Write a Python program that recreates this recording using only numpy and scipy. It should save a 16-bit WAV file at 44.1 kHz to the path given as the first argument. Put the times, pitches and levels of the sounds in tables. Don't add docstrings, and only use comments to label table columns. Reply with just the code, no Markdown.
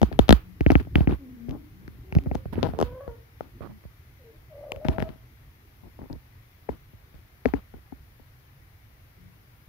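import sys
import numpy as np
from scipy import signal
from scipy.fft import rfft, irfft, next_fast_len
from scipy.io import wavfile
from scipy.ndimage import uniform_filter1d

SR = 44100
rng = np.random.default_rng(int(sys.argv[2]) if len(sys.argv) > 2 else 0)


def convert_level_to_amplitude(level_db):
    exponent = np.asarray(level_db, float) / 20
    return 10 ** exponent


def wrap_up_sound(samples):
    columns = np.atleast_2d(samples).T
    tamed = np.clip(columns, -1, 1)
    steps = np.round(tamed * 32767).astype(np.int16)
    wavfile.write(sys.argv[1], SR, steps)


N = 426888

# start_s, knock_db, tick_over_knock_db, sway_over_knock_db
FIRM_KNOCKS = [(0.017, -10.5, -17, -3), (0.0304, -7, -16.5, -16.5), (0.1915, -2.5, -9, -7),
               (0.2926, -2.5, -4, -4.5), (0.3075, -4.5, -5, -5.5), (0.3266, -3.5, -2, -11),
               (0.6086, -17, -2.5, 3.5), (0.664, -9.5, -1.5, 2.5), (0.7034, -6.5, -5.5, -36),
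               (0.719, -12, -14, 1.5), (0.7544, -8, -2.5, 1), (0.9565, -11.5, 7.5, 2),
               (1.007, -19.5, -6, 10), (1.0743, -13.5, -8, 2.5), (2.152, -21.5, -6.5, 3),
               (2.1637, -24.5, -22, 18.5), (2.3142, -18.5, -12.5, -1.5), (2.3533, -15.5, -18, -7),
               (2.6301, -13.5, -7.5, -14), (2.6376, -20.5, -12, -4), (2.7896, -14.5, -19.5, -34),
               (2.8138, -10, -18.5, -36), (2.8268, -8.5, -17.5, -11.5), (4.72, -24, 6, -15),
               (4.8513, -19.5, -10.5, -5), (4.8855, -15, -6.5, 1.5), (5.025, -20, -2, -3),
               (6.6914, -17, -15.5, -11.5), (7.4572, -9.5, -5, -12.5), (7.538, -14.5, -13.5, -8.5)]
# start_s, tick_db
NAIL_TAPS = [(.128, -31.5), (.283, -28), (0.708, -28), (0.7992, -34), (0.851, -46), (4.848, -35),
             (1.111, -30), (1.1338, -36), (1.4942, -36.5), (1.5102, -36.5), (1.8797, -38.5), (2.1251, -29),
             (2.1866, -28), (0.976, -37), (2.5566, -33), (3.839, -50), (4.762, -38), (4.963, -44),
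             (4.997, -38), (5.003, -27), (5.0911, -38), (6.1295, -37.5), (7.1431, -45), (7.158, -55),
             (7.487, -37), (7.74, -39.5), (7.9247, -45.5)]
# start_s, knock_db, knock_hz, sway_over_knock_db
FINGER_PATS = [(0.116, -30, 346, 1), (0.9825, -24.5, 310, 12), (1.094, -19.5, 253, -13),
               (1.125, -22.5, 330, 5), (1.486, -31.5, 220, 7), (2.17, -17.5, 158, 2.5),
               (2.261, -24.5, 322, -4), (2.269, -27, 323, 9), (2.349, -23, 390, -18), (2.4567, -31, 375, 5),
               (2.5277, -44, 520, 15), (2.5801, -21.5, 250, -2), (2.594, -28, 346, -8),
               (2.689, -27, 370, 1), (2.737, -27, 337, -4), (2.749, -31, 334, -14), (2.8024, -15, 575, -14),
               (3.079, -27.5, 480, -4), (3.4085, -21.5, 554, -17), (3.608, -31.5, 330, -1.5),
               (3.853, -45, 294, 10.5), (4.893, -20, 222, -8.5), (4.984, -17, 583, -11),
               (5.991, -34, 487, -9), (6.1, -34, 420, -6), (6.159, -41.5, 197, 6), (6.935, -47, 340, 2.5),
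               (7.924, -35, 374, -10), (8.1974, -49.5, 494, -4), (6.107, -34.5, 170, 4),
               (6.129, -37, 270, -3), (.872, -37, 300, 3), (2.926, -41, 300, -5), (6.689, -28.5, 407, -10)]
# first_s, last_s, slips_per_s, knock_db
STICK_SLIPS = [
    (2.6447, 2.671, 160, -20.5),
    (3.619, 3.676, 113, -38),
    (6.018, 6.046, 45, -36),
]
# from_s, knock_hz, tick_hz, upper_mode_db, left_right_db
GRIPS = [(0, 428, 3050, -2, 8), (.1, 381.8, 3240, -11, 10.5), (.17, 412, 3360, -7, 7),
         (.25, 591, 3300, -4, 10), (.5, 297, 2180, -15, 4.5), (.65, 340, 2210, -32, 4),
         (.706, 457, 2290, 2, 5.5), (.73, 330, 2360, -31, 5.5), (.93, 349, 2350, -22, 1.5),
         (1.05, 332, 2420, -28, 3), (1.4, 294, 2600, -7, 8), (1.8, 294, 1480, -5, 0.5),
         (2.1, 420, 2500, -12, 5.5), (2.14, 402, 2400, -2, -0.5), (2.18, 393, 2390, -10.5, 14),
         (2.25, 387, 2090, -22, 7), (2.33, 426, 2740, -1.5, 4), (2.4, 430, 2370, -5, -16),
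         (2.55, 414, 2320, -17, 11.5), (2.6, 476, 3250, -9.5, 13), (2.72, 342, 3240, -13, -14),
         (2.77, 507, 3020, 1.5, 3.5), (2.82, 530, 2920, -2, -1), (3, 576, 1936, -8, 13.5),
         (3.5, 570, 2010, -21.5, -14), (4.6, 572, 2570, -8, 12.5), (4.8, 445, 2040, -12, 13),
         (4.87, 478, 3000, -11, 6), (4.95, 469, 2210, -11, 11.5), (5.015, 463, 2690, -10, 12.5),
         (5.9, 398, 2030, -15.5, 5), (6.12, 335, 4480, -13.5, 5.5), (6.5, 435, 1920, -30, 11),
         (7.3, 408, 2010, -13.5, 11.5), (7.5, 386, 1950, -14, 14), (7.7, 383, 1287, -26, 10)]
# lower_mode_db, shrill_mode_db, tick_ms, tick_left_right_db, overtone_left_right_db
GRIP_TINTS = [(7, -2, 1.35, 6, -13), (4.5, -17, 0.65, 4.5, 13), (-1, -9, 1.4, 7, -8),
              (-2, -22.5, 1, 8.5, 3.5), (-17, -19, 1.2, 0, -7), (-8, -41, 1.17, -1, -11),
              (0, -14, 1.5, 8.5, -5), (5.5, -38, 1.2, 3.5, -19), (-10, -36, 0.96, 0.5, -8),
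              (-5, -36, 1.35, 3, -5), (-13, -9, 0.77, 9, -2), (0, -28, 1.2, 11, -3), (2, -18, 2.1, 1, 7),
              (2, -10, 1.4, -1, -3), (-17, -27, 1.4, 10, -6), (-3, -30, 1.5, 1, -14), (-4, 2, 0.7, 8.5, 2),
              (-2, -12, 1.1, -13, 12), (-10, -28, 1, -7, -3), (-25, -14, 0.74, 18.5, 2.5),
              (-8, -25, 0.69, -6, -3), (-7, 3, 0.88, 8, 5), (-3, -6, 1.4, 6.5, 2),
              (-3.5, -25, 0.55, 8, -7.5), (-8, -30, 1.8, -12, -9.5), (-14, -6, 1.4, 9, 7),
              (-7, -18, 1.1, 8, -12), (0, -9, 0.96, 11.5, 8), (-12, -15, 0.98, 13, 3),
              (-1, -26, 0.62, 8, -18), (0.5, -25.5, 1.3, 8, -1), (-10.5, -25, 0.77, 14, -4),
              (-2.5, -33, 1.47, 11.5, -10), (-24.5, -34.5, 1.62, 7, -10), (-12, -34, 1.8, 20, -14),
              (-5, -31, 1.14, 6, 8)]
# from_s, direction, case_hz, case_over_knock_db, second_mode_db
PUSHES = [(0, 1, 208, -0.5, -4), (.17, 1, 240, -1.5, -8), (.25, 1, 191.7, 1, -15), (.5, -1, 271, -0.5, -14),
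          (.9, -1, 273, 2.5, -20), (1.4, -1, 247, 1.5, -4), (2, -1, 227, -7.5, 0), (2.25, -1, 247, -11, 4),
          (2.4, -1, 238, -5, 0), (2.6, -1, 242, -9, -4), (2.77, 1, 256, -10, 1), (3, -1, 245, -37, 3),
          (4.8, -1, 236, -8, -1.5), (4.95, -1, 240, -10, -3.5), (5.9, 1, 264, -2.5, -10),
          (6.5, 1, 255, -9, 0), (7.3, 1, 272, -6.5, 1), (7.7, 1, 258, -0.5, -5.5)]
CASE_T60_S = [0.036, 0.019, 0.024, .034, 0.033, 0.042, 0.045, 0.052, 0.046, 0.037, 0.033, .03, 0.05, 0.041,
              0.045, 0.05, 0.058, 0.042]
# left_hz, right_hz
SHRILL_HZ = [6300, 9220]
# left_hz, right_hz
NODES_HZ = [1174, 896]
# start_s, length_s, level_db, brightness_db_per_octave above 1 kHz
RUBS = [(0.115, 0.062, -40, 2), (0.797, 0.025, -30, 2), (0.704, 0.041, -24, 0), (0.942, 0.13, -30.5, 3),
        (1.081, 0.095, -27.5, 0.5), (1.489, 0.11, -35, -14), (1.801, 0.11, -55, -12),
        (7.727, 0.095, -51, -2), (2.523, 0.036, -33, 2.5), (2.55, 0.13, -39, 0.5),
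        (2.622, 0.15, -38.5, 2.5), (2.732, 0.19, -43.5, -1.5), (3.407, 0.11, -51, 0.5),
        (3.607, 0.1, -41, 0), (3.687, 0.051, -45.5, -3), (4.85, 0.046, -40, 3), (4.886, 0.1, -34, 2),
        (4.975, 0.12, -36.5, 2), (5.062, 0.12, -44.5, 2), (5.824, 0.096, -49, -34), (5.985, 0.11, -42, -15),
        (6.098, 0.075, -39, -23), (6.688, 0.09, -43.5, -1.5), (7.134, 0.11, -58, 6.5),
        (7.448, 0.066, -34.5, -14), (7.543, 0.072, -40, -0.5)]
# freq_hz, db_per_hz
RUB_COLOUR = [(88, -28), (150, 8), (710, -13.5), (981, -6), (1090, -21.5), (1280, -15.5), (5000, -38.5),
              (6500, -51.5), (8000, -52), (11500, -42), (16000, -56)]
# time_s, pitch_hz, level_db
MEW = [
    (2.75, 446.4, -41),
    (2.871, 484.3, -40.5),
    (2.94, 500.8, -38),
    (2.99, 511, -39),
    (3.015, 554, -37),
    (3.06, 555.5, -42.5),
    (3.091, 463, -36),
    (3.17, 466.5, -48),
    (3.27, 450, -68),
]
# time_s, pitch_hz, level_db
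TRILL = [
    (4.49, 669, -43),
    (4.55, 557, -39),
    (4.66, 600, -33),
    (4.729, 506.6, -35),
    (4.79, 565.8, -38),
    (4.85, 629.5, -32.5),
    (4.93, 651.5, -32.5),
    (5.08, 653.4, -34),
    (5.11, 630, -57),
]
# start_s, length_s, level_db, first_hz, last_hz
COOS = [(1.185, 0.13, -35.5, 301, 238.5), (1.36, 0.15, -35, 239.2, 227), (1.485, 0.08, -32.5, 215, 311.4),
        (1.57, 0.05, -40.5, 325, 319), (.42, 0.1, -46, 187, 180), (1.7, 0.26, -49.5, 185, 188.7),
        (2.03, 0.276, -42.5, 380, 368), (2.2, 0.11, -35, 281, 275.6), (3.62, 0.098, -44, 215, 206),
        (4.325, 0.063, -54.5, 332, 319), (9.14, 0.16, -54, 171, 187.3)]
# start_s, length_s, level_db, first_hz, last_hz
CHIRPS = [
    (4.19, 0.05, -50, 575, 475),
    (4.235, 0.09, -44, 466, 442),
    (4.32, 0.06, -58, 550, 640),
    (2.27, 0.18, -46, 560, 515),
]
OPEN_DB = [3, -8.5, -17, -30]
CLOSED_DB, NASAL_DB = [0, -19, -31], [0, -27]
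# freq_hz, t60_s
ROOM_T60 = [(100, 0.63), (500, 0.13), (1200, 0.25), (2500, 0.28), (5500, 0.13), (8000, 0.1), (14000, 0.3)]
# time_s, level_db
SHAKE = [(0.0, -39), (0.16, -36), (0.3, -35), (0.43, -43.5), (0.58, -47), (0.83, -38), (0.94, -39),
         (1.21, -49.5), (1.91, -45.5), (2.42, -42.5), (2.64, -32.5), (3.099, -51), (4.55, -54.5),
         (4.93, -40.5), (5.31, -54.5), (9.1, -59.5), (9.21, -49.5), (9.32, -61)]
# freq_hz, db_per_hz
SHAKE_COLOUR = [(15, -40), (25, -6), (70, 3), (108, 1.5), (152, -17.5), (314, -15), (458, -24.5),
                (500, -34.5), (650, -53), (1100, -120)]
# freq_hz, db_per_hz
HUSH_COLOUR = [(15, -27.5), (40, -3.5), (60, 3), (82, -12), (118, 4), (150, -17), (400, -23), (1600, -24),
               (2120, -22.5), (2600, -28.5), (6000, -35), (8000, -44), (11500, -31), (15600, -29),
               (16000, -71)]
# freq_hz, likeness
HUSH_LIKENESS = [(60, 1), (180, 1), (550, 0.2), (1650, -0.26), (4970, -0.098), (15000, -0.2)]
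# freq_hz, left_right_db
HUSH_LEAN = [(60, -5), (200, 7), (900, 2.5), (2000, 7.5), (5500, 4), (8000, 1.5), (12000, -0.5)]


def evened(x):
    return x / np.sqrt(np.mean(x ** 2) + 1e-20)


def read(points, hz):
    f, value = np.transpose(points)
    return np.interp(np.log(hz + 1), np.log(f + 1), value)


def add(mix, s, sound):
    part = mix[..., max(round(s * SR), 0):][..., :sound.shape[-1]]
    part += sound[..., :part.shape[-1]]


def sides(pan_db):
    return convert_level_to_amplitude([[pan_db / 2], [-pan_db / 2]])


def band(x, low_hz, high_hz):
    return signal.lfilter(*signal.butter(2, [low_hz, high_hz], "band", fs=SR), x)


def noise(colour, same, patchy_db, size):
    frames, hz = 4 * N // size + 5, np.fft.rfftfreq(size, 1 / SR)
    a, b, c, d, patches = rng.standard_normal((frames, len(hz), 5)).T
    patches = uniform_filter1d(patches, size=8, axis=0)
    patches = evened(uniform_filter1d(patches, size=10, axis=1))
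    like = np.clip(read(same, hz), -1, 1)[:, None]
    left = a + 1j * b
    right = like * left + np.sqrt(1 - like ** 2) * (c + 1j * d)
    z = np.array([left, right]) * convert_level_to_amplitude(read(colour, hz)[:, None] + patchy_db * patches)
    return evened(signal.istft(z, nperseg=size, noverlap=3 * size // 4)[1][:, :N])


def ring(t, hz, t60, rise, sweep, settle, turn):
    cycles = hz * (t + sweep * settle * (1 - np.exp(-t / settle)))
    swell = 1 - np.exp(-(t / rise) ** 2)
    wave = swell * convert_level_to_amplitude(-60 * t / t60) * np.sin(2 * np.pi * (cycles + turn))
    return wave / abs(wave).max()


def burst(t, hz, length, turn):
    bump = np.sin(np.pi * np.minimum(t / length, 1)) ** 1.1
    return bump * np.sin(2 * np.pi * (hz * t + turn))


def grip(s):
    k = np.searchsorted([row[0] for row in GRIPS], s) - 1
    return (*GRIPS[k], *GRIP_TINTS[k])


def contacts():
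    pat_tick_db = -19.5
    rows = []
    for s, db, tick_db, sway_db in FIRM_KNOCKS:
        rows.append((s, db, grip(s)[1], db + tick_db, db + sway_db))
    for s, tick_db in NAIL_TAPS:
        rows.append((s, tick_db - 0.5, grip(s)[1], tick_db, tick_db + 2.5))
    for s, db, hz, sway_db in FINGER_PATS:
        tick_db = db + pat_tick_db + 7.5 * np.log2(hz / 400)
        rows.append((s, db, hz, tick_db, db + sway_db))
    for first, last, rate, db in STICK_SLIPS:
        for k, s in enumerate(np.arange(first, last, 1 / rate)):
            slip_db = db - 0.43 * k
            rows.append((s, slip_db, grip(s)[1], slip_db + pat_tick_db, slip_db - 14))
    return rows


def contact_tick(port, held, chance):
    t = np.arange(100) / SR
    a, b, c, d = chance
    _, _, tick_hz, upper_db, _, lower_db, shrill_db, tick_ms, _, _ = held
    upper_hz = max(1.4 * tick_hz, 4300) - 300 * port + 500 * d
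    tick = burst(t, tick_hz * (.96 + .08 * c), tick_ms / 1000, a + .25 * port)
    tick += convert_level_to_amplitude(shrill_db - 3 + 1.5 * port) * burst(t, SHRILL_HZ[port], 0.00059, a + 0.22 * port)
    tick += convert_level_to_amplitude(upper_db) * burst(t, upper_hz, 0.00055, b + 0.27 * port)
    tick += convert_level_to_amplitude(upper_db - 9.5 + 6 * port) * burst(t, 11500, 0.00036, c + 0.19 * port)
    tick += convert_level_to_amplitude(lower_db - 1.2 * port) * burst(t, 1740, 0.0014, d + 0.44 * port)
    return tick


def knock_body(port, hz, overtone_pan_db, turn):
    t = np.arange(1000) / SR
    body = ring(t, hz * 0.96, 0.0054, 0.00055, 0.93, 0.00037, .5 + 0.2 * port)
    overtone = ring(t, hz * 1.772, 0.013, 0.0012, 0.24, 0.0066, turn)
    return body + 0.3 * sides(overtone_pan_db)[port] * overtone


def case_modes(t, port, hz, second_db, t60_s, over, chance):
    _, b, c, d = chance
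    first_hz = hz * (1 - .2 * port + .08 * (d - .5))
    second_hz = 1.55 * hz * (1 + .1 * (c - .5))
    turn = [.42, .18][port] + over * (1 + port) / 2
    case = ring(t, first_hz, t60_s, 0.0027, 0.35, 0.0017, turn)
    case += convert_level_to_amplitude(second_db) * ring(t, second_hz, 0.026, 0.0015, 0.098, 0.00069, b + 0.18 * port)
    return convert_level_to_amplitude(-6.5 * port) * case


def case_sway(t, port, push, over, chance):
    hz, t60_s = [111.2, 57.7], [0.02, 0.14]
    drift = .97 + .06 * chance[1]
    if port == 1:
        rise_s = .004 * (1 + 1.2 * (push > 0))
        return ring(t, hz[1] * drift, t60_s[1], rise_s, 5.7, .004, .01 + .88 * over)
    sway = ring(t, hz[0] * drift, t60_s[0], .0072, .74, .0053, .11)
    return sway + convert_level_to_amplitude(-10) * ring(t, hz[1] * drift, t60_s[1], .0072, .74, .0053, .21 + over)


def knocks():
    out, t = np.zeros((2, N)), np.arange(3300) / SR
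    for s, db, hz, tick_db, sway_db in contacts():
        chance, held = rng.random(4), grip(s)
        pan_db, tick_pan_db, overtone_pan_db = held[4], held[8], held[9]
        k = np.searchsorted([row[0] for row in PUSHES], s) - 1
        _, push, case_hz, case_db, second_db = PUSHES[k]
        over = (1 - np.sign(push)) / 4
        for port in range(2):
            tick = contact_tick(port, held, chance)
            blow = convert_level_to_amplitude(case_db) * case_modes(t, port, case_hz, second_db, CASE_T60_S[k], over, chance)
            add(blow, 0, knock_body(port, hz, overtone_pan_db, chance[0]))
            blow = convert_level_to_amplitude(db) * blow * sides(pan_db)[port]
            sway = convert_level_to_amplitude(sway_db) * case_sway(t, port, push, over, chance) * sides(-1)[port]
            add(out[port], s - .0006, convert_level_to_amplitude(tick_db - 2.0) * tick * sides(tick_pan_db)[port])
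            add(out[port], s - .0006, blow + sway)
    out = out - 0.58 * signal.lfilter(*signal.iirpeak(7600, 4.5, SR), out)
    return np.array([signal.lfilter(*signal.iirnotch(hz, 3.5, SR), x) for hz, x in zip(NODES_HZ, out)])


def rubs():
    strength_db = 3 * np.minimum(rng.exponential(1, N), 2.5)
    jerks = convert_level_to_amplitude(strength_db) * (rng.random(N) < 300 / SR)
    clumps = 1.7 + evened(signal.oaconvolve(jerks, np.hanning(160))[:N])
    scrape = evened(clumps * noise(RUB_COLOUR, [(100, 0.2), (9000, 0.056)], 1.7, size=256))
    out = np.zeros((2, N))
    for s, length, db, bright_db in RUBS:
        part = scrape[:, round(s * SR):round((s + length) * SR)]
        size = part.shape[1]
        hz, u = np.fft.rfftfreq(size, 1 / SR), np.linspace(0, 1, size)
        tilt = convert_level_to_amplitude(bright_db * np.log2(np.clip(hz / 1000, 1, 6)))
        part = irfft(rfft(part) * tilt, size)
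        level = convert_level_to_amplitude(db - 25.5 * u ** 2.66) * signal.windows.tukey(size, .4)
        add(out, s, level * part * sides(grip(s)[4]))
    return out


def wander(size, width):
    x = uniform_filter1d(rng.standard_normal(size), size=width)
    return evened(uniform_filter1d(x, size=width))


def call(rows, overtones_db, trill_hz):
    s, *columns = np.transpose(rows)
    t = np.arange(s[0], s[-1], 1 / SR)
    hz, db, depth = (np.interp(t, s, c) for c in columns)
    slow, quick = wander(len(t), 600), wander(len(t), 70)
    flutter = np.sin(2 * np.pi * np.cumsum(trill_hz * (1 + 0.43 * slow)) / SR)
    depth = np.clip(depth, 0, 1)
    pitch_hz = hz * (1 + 0.014 * slow + 0.013 * quick + 0.075 * depth * flutter)
    turns = np.cumsum(pitch_hz) / SR
    voice = np.zeros(len(t))
    for k, overtone_db in enumerate(overtones_db):
        dull_db = .5 * k * (db - db.max())
        voice += convert_level_to_amplitude(overtone_db + dull_db) * np.sin(2 * np.pi * (k + 1) * turns)
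    level = np.sqrt(2) * convert_level_to_amplitude(db + 1.35 * quick) * (1 + 0.31 * depth * flutter)
    rasp = np.sin(2 * np.pi * np.cumsum(72 * (1 + 0.23 * slow)) / SR)
    level *= 1 + 1.2 * depth ** 2 * rasp
    return s[0], level * voice * signal.windows.tukey(len(t), .1)


def glide(start, length, db, first_hz, last_hz):
    u = np.linspace(0, 1, num=9)
    hz = first_hz + (last_hz - first_hz) * (1 - (1 - u) ** 1.52)
    level_db = db - 7 * (2 * u - 1) ** 2
    return np.transpose([start + length * u, hz, level_db, .14 + 0 * u])


def cat():
    out = np.zeros(N)
    add(out, *call([(*row, 0.4) for row in MEW], OPEN_DB, 29.97))
    trill = [(s, hz, db, 0.0056 * (680 - hz)) for s, hz, db in TRILL]
    add(out, *call(trill, NASAL_DB, 26.9))
    for rows, overtones_db, trill_hz in [(COOS, CLOSED_DB, 24), (CHIRPS, NASAL_DB, 27)]:
        for row in rows:
            add(out, *call(glide(*row), overtones_db, trill_hz))
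    return out


def snaps():
    out = np.zeros(N)
    for s, db, _, tick_db, _ in contacts():
        out[round(s * SR)] += convert_level_to_amplitude(tick_db - 20.5) + convert_level_to_amplitude(db - 9.0)
    return convert_level_to_amplitude(8.5) * band(out, 350, 1300) + band(out, 300, 5500) + convert_level_to_amplitude(-10.5) * band(out, 9800, 15000)


def room(x):
    taps = np.zeros((2, SR // 2))
    at = np.arange(200, SR // 2 - 20, 20) + rng.integers(0, 20, (2, (SR // 2 - 201) // 20))
    np.put_along_axis(taps, at, rng.choice([-1., 1.], at.shape), 1)
    hz, t, z = signal.stft(taps, SR, nperseg=256)
    tail = signal.istft(z * convert_level_to_amplitude(-60 * t / read(ROOM_T60, hz)[:, None]), SR, nperseg=256)[1]
    t = np.arange(tail.shape[1]) / SR
    tail = tail * (0.33 + 1 - np.exp(-(t / 0.0253) ** 2))
    return signal.fftconvolve(x[None], tail / np.linalg.norm(tail[0]), axes=1)[:, :N]


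def shake():
    s, db = np.transpose(SHAKE)
    level = convert_level_to_amplitude(np.interp(np.arange(N) / SR, s, db))
    return level * noise(SHAKE_COLOUR, [(30, 1.0), (500, 0.94)], 3.5, size=1024)


def hush():
    size = next_fast_len(N, True)
    lean_db = read(HUSH_LEAN, np.fft.rfftfreq(size, 1 / SR))
    z = rfft(noise(HUSH_COLOUR, HUSH_LIKENESS, 1.0, size=2048), size)
    z = z * convert_level_to_amplitude([lean_db / 2, -lean_db / 2])
    return convert_level_to_amplitude(-55) * irfft(z, size)[:, :N]


def scene():
    voice = cat()
    echoes = room(convert_level_to_amplitude(-11.0) * voice + convert_level_to_amplitude(2.5) * snaps())
    return convert_level_to_amplitude(-9.5) * voice * sides(2.1) + echoes + knocks() + rubs() + shake() + hush()


def roll_off(x):
    return signal.sosfilt(signal.butter(12, 16650, fs=SR, output="sos"), x)


def record(dry):
    heard = signal.lfilter(*signal.butter(2, 38.2, "high", fs=SR), dry)
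    heard = np.clip(heard, -1, 1)
    edge = signal.firwin(255, 16500, window=("kaiser", 9), fs=SR)
    mix = signal.oaconvolve(heard, edge[None], "same")
    return roll_off(mix)


dry = scene()
out = record(dry)
wrap_up_sound(out)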